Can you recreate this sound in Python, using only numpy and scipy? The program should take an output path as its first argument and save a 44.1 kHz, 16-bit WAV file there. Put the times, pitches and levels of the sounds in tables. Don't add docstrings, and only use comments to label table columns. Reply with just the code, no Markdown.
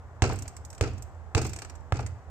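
import sys
import numpy as np
from scipy import signal
from scipy.fft import rfft, irfft, next_fast_len
from scipy.io import wavfile

SR = 44100
rng = np.random.default_rng(int(sys.argv[2]) if len(sys.argv) > 2 else 0)


def dump_mix(stems):
    frames = np.atleast_2d(stems).T
    limited = np.clip(frames, -1, 1)
    pcm = np.round(limited * 32767).astype(np.int16)
    wavfile.write(sys.argv[1], SR, pcm)


N = 101429
LEFT_LAG_S, PUNCH_RISE_S, KNOCK_RISE_S = 0.0001, 0.00013, 0.00089

# start in seconds, slap in dB, contact time in ms, thump in dB, thump pitch in Hz,
# crack in dB, crack tilt in dB per octave, rattle in dB.
PUNCH_HITS = [(0.2211, -4, 0.082, -11.5, 95, -16.5, -0.5, -32),
              (0.8107, -9, 0.036, -15, 93.2, -22, 1, -43.5),
              (1.3494, -7.5, 0.064, -13.5, 100, -21, 1, -33.5),
              (1.923, -8, 0.14, -15.5, 93, -27.5, -2.5, -43)]
def punches():
    direct, tail = np.zeros((2, 2, N))
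    for start, slap_db, contact_ms, thump_db, hz, crack_db, tilt_db, rattle_db in PUNCH_HITS:
        add(direct, start, undb(slap_db) * slap(contact_ms))
        add(direct, start, undb(thump_db) * thump(hz))
        add(direct, start, undb(thump_db - 11) * hollow_pock(PUNCH_RISE_S, t60_s=0.04))
        add(direct, start, undb(crack_db) * crack(tilt_db))
        add(direct, start + 0.015, undb(rattle_db) * rattle())
        add(tail, start + 0.0348, undb(thump_db - 16) * bass_tail())
    return direct, tail


def slap(contact_ms, bounce_s=0.002303):
    t = np.arange(2048) / SR
    def spike(delay_s):
        u = np.maximum(t - delay_s - np.array([[LEFT_LAG_S], [0]]), 0) * 1000 / contact_ms
        return -u * np.exp(1 - u)
    bounce = undb(-4) * butter(spike(bounce_s), 2200, "low")
    return butter(spike(0) + bounce, 227, "high") * pan(1)


def thump(hz, length_s=0.021, pitch_sag=0.027, left_lead_s=0.00046):
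    t = np.arange(4096) / SR + np.array([[left_lead_s], [0]])
    progress = np.clip(t / length_s, 0, 1)
    envelope = np.abs(np.sin(np.pi * progress)) ** 1.25
    phase = 2 * np.pi * hz * t * (1 - pitch_sag * progress / 2)
    return envelope * np.sin(phase) * pan(-5.5)


# frequency in Hz, relative level in dB.
CRACK_SPECTRUM = [(100, -31.5), (300, 11.5), (850, 4), (1700, -9.5), (2600, 1), (3600, -9.5), (7800, -3.5),
                  (10000, -40), (14000, -28.5)]
def crack(tilt_db):
    return burst(CRACK_SPECTRUM, PUNCH_RISE_S, t60_s=0.043, tilt_db=tilt_db)


# frequency in Hz, relative level in dB.
HOLLOW_SPECTRUM = [(90, -23.5), (190, -1.5), (290, 0.5), (460, 1.5), (620, -11.5), (790, -2), (1020, -27.5),
                   (1300, -7), (2000, -26), (5000, -76)]
def hollow_pock(rise_s, t60_s):
    return burst(HOLLOW_SPECTRUM, rise_s, t60_s)


# start in seconds, pock in dB, clack in dB, clack tilt in dB per octave.
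POLE_KNOCKS = [(0.2378, -28, -21, -3), (0.247, -24, -36, -10), (0.267, -33, -51, -6),
               (0.28, -32.5, -44, 21), (0.2973, -37.5, -27, -12.5), (0.309, -44.5, -38, -16),
               (0.3208, -29.5, -30.5, -6.5), (0.336, -36, -34, -11), (0.455, -51, -42, -7),
               (0.824, -28, -33, 4.5), (0.836, -26, -28.5, -3), (0.858, -32, -41, -4),
               (0.874, -36.5, -36.5, -2), (1.366, -24, -29, -4), (1.378, -23.5, -22.5, -1.5),
               (1.392, -32, -42, -11), (1.414, -28.5, -33, 7), (1.45, -33, -31, -0.5),
               (1.619, -43, -34, -3), (1.949, -33, -41, -9), (1.964, -42.5, -56, 10),
               (1.9909, -30.5, -30.5, -7.5), (2.028, -41, -42, -5)]
# frequency in Hz, relative level in dB.
CLACK_SPECTRUM = [(200, -24), (700, 8), (1300, 3.5), (1800, -2), (2400, 8.5), (3300, -4), (4700, 4.5),
                  (7800, 1.5), (10000, -23), (14000, -34)]
def pole():
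    out = np.zeros((2, N))
    for start, pock_db, clack_db, tilt_db in POLE_KNOCKS:
        add(out, start, undb(pock_db) * hollow_pock(KNOCK_RISE_S, t60_s=0.095))
        clack = burst(CLACK_SPECTRUM, KNOCK_RISE_S, t60_s=0.051, tilt_db=tilt_db)
        add(out, start, undb(clack_db) * clack)
    return out


def rattle(ticks_per_s=250, tick_s=0.0044, size=16384):
    t = np.arange(size) / SR
    ticks = (rng.random(size) < ticks_per_s / SR) * rng.uniform(0.3, 1, size)
    pulses = signal.lfilter([1], [1, -np.exp(-1 / (tick_s * SR))], ticks)
    envelope = pulses / rms(pulses) * decay(t, t60_s=0.34)
    return envelope * (noise(CLACK_SPECTRUM, size) + undb(-1) * noise(HOLLOW_SPECTRUM, size))


# frequency in Hz, relative level in dB, T60 in seconds.
SPRING_MODES = [(2460, -24, .04), (5650, -11.5, 0.045), (5590, -3.5, 0.034), (6900, -6, 0.032),
                (7620, -4, 0.032), (8000, -6, 0.037), (8600, -11.5, 0.034)]
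def spring_ring(t):
    return sum(undb(db) * pan(curve(hz, MIC_PAIR, column=2)) * np.sin(2 * np.pi * hz * t) * decay(t, t60)
               for hz, db, t60 in SPRING_MODES)


# start in seconds, level in dB, noise tilt in dB per octave.
SPRING_CLINKS = [(0.3297, -36.5, 10.5), (0.3586, -39, 8), (0.388, -32, 3.5), (0.4223, -30, 3),
                 (0.479, -31, 0.5), (0.566, -35, 1.5), (0.6498, -35, 5), (0.7022, -37, 3),
                 (0.7286, -39, -2), (0.7483, -41.5, 0.5), (0.7795, -38.5, -4), (0.9341, -52, -1),
                 (0.98, -43, -1), (1.023, -34.5, 5), (1.147, -59, -4), (1.1965, -70, 0), (1.376, -30.5, 1),
                 (1.417, -28, -1), (1.4475, -32, 1), (1.465, -30.5, 5), (1.494, -34.5, 0),
                 (1.533, -29.5, -1), (1.5616, -30, -3), (1.5881, -31, -1.5), (1.6196, -33.5, -0.5),
                 (1.6479, -33.5, -5), (1.6972, -37, -3.5), (1.7535, -43.5, -1), (1.8049, -59, 4),
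                 (2.0045, -38, -2.5), (2.0635, -31.5, -2.5)]
# frequency in Hz, relative level in dB.
CLINK_SPECTRUM = [(500, -5), (1500, -1.5), (2400, -1), (3500, -9.5), (5500, -0.5), (6500, 2.5), (8100, 7.5),
                  (9300, -19.5), (10800, -22.5), (12800, -3), (14300, -23.5), (16000, -45)]
def spring(chatter_s=0.0019, size=8192):
    out, t = np.zeros((2, N)), np.arange(size) / SR
    modes = spring_ring(t)
    for start, db, tilt_db in SPRING_CLINKS:
        chatter = rng.standard_normal((2, size)) * np.exp(-t / chatter_s)
        tone = signal.fftconvolve(chatter, modes, axes=1)[:, :size]
        tone = 2 * tone / np.abs(tone).max()
        clink = burst(CLINK_SPECTRUM, rise_s=0.00037, t60_s=0.044, tilt_db=tilt_db)
        add(out, start, undb(db) * (undb(-8.5) * tone + undb(-3.5) * clink))
    return out


# delay in seconds, gain in dB.
HOUSE_ECHOES = [(.063, -17), (.088, -11), (.113, -16.5), (.124, -15.5), (.164, -25.5), (.197, -18),
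                (.243, -25.5)]
def houses(x, cutoff_hz=190):
    out = np.zeros((2, N))
    bass = butter(x.mean(axis=0), cutoff_hz, "low", order=2)
    for delay_s, db in HOUSE_ECHOES:
        add(out, delay_s, undb(db) * bass)
    return out * pan(-2.2)


# frequency in Hz, relative level in dB.
YARD_SPECTRUM = [(60, -4.5), (160, 3.5), (400, -2), (900, -5), (2500, 2.5), (7500, -3), (11000, -8.5),
                 (15000, 4)]
# band centre in Hz, T60 in seconds.
YARD_DECAY = [(100, 0.58), (400, 0.45), (1000, 0.33), (3000, 0.56), (7000, 0.44), (14000, 0.32)]
def yard(x, rise_s=0.0069, size=32768):
    t, hz = np.arange(size) / SR, np.fft.rfftfreq(size, 1 / SR)
    scatter = rfft(noise(YARD_SPECTRUM, size))
    log_centres = np.log([row[0] for row in YARD_DECAY])
    response = np.zeros((2, size))
    for band, (_, t60_s) in zip(np.eye(len(YARD_DECAY)), YARD_DECAY):
        band_gain = np.interp(np.log(hz + 1), log_centres, band)
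        response += irfft(scatter * band_gain) * decay(t, t60_s)
    response *= 1 - np.exp(-t / rise_s)
    response /= np.sqrt(np.sum(response ** 2) / 2)
    return undb(-7.5) * signal.fftconvolve(x.mean(axis=0)[None], response, axes=1)[:, :N]


# frequency in Hz, relative level in dB.
TAIL_SPECTRUM = [(35, -61.5), (65, -18.5), (90, 4), (115, -2.5), (140, -9), (175, -25.5), (400, -59.5)]
def bass_tail():
    return burst(TAIL_SPECTRUM, rise_s=0.012, t60_s=0.66, size=32768)


# frequency in Hz, relative level in dB.
RUMBLE_SPECTRUM = [(20, -36), (40, -25.5), (60, -8), (74, -13.5), (82, 3.5), (92, -15.5), (115, -12.5),
                   (160, -24.5), (220, -41), (600, -64.5)]
TRAFFIC_SPECTRUM = [(100, -2), (250, -2.5), (500, -1), (760, 1.5), (1200, -4), (1900, -11), (2500, -21),
                    (4200, -29), (7700, -25), (10000, -48), (15000, -61)]
def background():
    return undb(-44.5) * noise(RUMBLE_SPECTRUM, N) + undb(-52.5) * noise(TRAFFIC_SPECTRUM, N)


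# frequency in Hz, left-right correlation from 0 to 1, left minus right in dB.
MIC_PAIR = [(60, 0.53, -9.5), (150, 0.7, 0.5), (360, 0.99, 1), (780, 1, 3), (1450, 0.77, 2), (2310, 0, -.5),
            (4470, .05, -2.5), (7700, 0.2, -4.5), (15000, .05, -8)]
def noise(spectrum, size, tilt_db=0, tilt_from_hz=1360):
    hz = np.fft.rfftfreq(size, 1 / SR)
    correlation = curve(hz, MIC_PAIR)
    mid, side = np.exp(2j * np.pi * rng.random((2, len(hz))))
    pair = mid * np.sqrt(1 + correlation) + np.array([[1], [-1]]) * side * np.sqrt(1 - correlation)
    pair[0] *= np.exp(-2j * np.pi * hz * LEFT_LAG_S)
    db = curve(hz, spectrum) + tilt_db * np.log2(np.maximum(hz, tilt_from_hz))
    x = irfft(pair * undb(db) * pan(curve(hz, MIC_PAIR, column=2)), size)
    return x / rms(x)


def burst(spectrum, rise_s, t60_s, tilt_db=0, size=8192):
    t = np.arange(size) / SR
    envelope = (1 - np.exp(-t / rise_s)) * decay(t, t60_s)
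    x = noise(spectrum, size, tilt_db) * envelope
    return x * rms(envelope) / rms(x)


def decay(t, t60_s):
    return np.exp(-np.log(1000) * t / t60_s)


def rms(x):
    return np.sqrt(np.mean(x ** 2))


def undb(db):
    return 10 ** (np.asarray(db) / 20)


def pan(db):
    return undb(np.array([[1], [-1]]) * db / 2)


def curve(hz, table, column=1):
    table = np.array(table, float)
    return np.interp(np.log(hz + 1), np.log(table[:, 0]), table[:, column])


def butter(x, hz, kind, order=1):
    return signal.sosfilt(signal.butter(order, hz, kind, fs=SR, output="sos"), x)


def add(out, start_s, x):
    i = int(round(start_s * SR))
    out[:, i:i + x.shape[-1]] += x[..., :N - i]


def scene():
    hits, tail = punches()
    direct = hits + pole() + spring()
    return direct + background() + houses(direct) + yard(direct) + tail


# frequency in Hz, gain in dB.
MIC_RESPONSE = [(15, -24), (28, -13), (45, 0), (60, 0), (8000, -2), (9000, 0.5), (10000, -9),
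                (11000, -15.5), (12500, -7), (14300, 0), (15300, -13)]
def record(dry, cutoff_hz=16000):
    size = next_fast_len(N + 4096)
    gain = undb(curve(np.fft.rfftfreq(size, 1 / SR), MIC_RESPONSE))
    coloured = irfft(rfft(dry, size) * gain, size)[:, :N]
    return signal.sosfilt(signal.ellip(8, 0.2, 70, cutoff_hz, fs=SR, output="sos"), coloured)


dry = scene()
out = record(dry)
dump_mix(out)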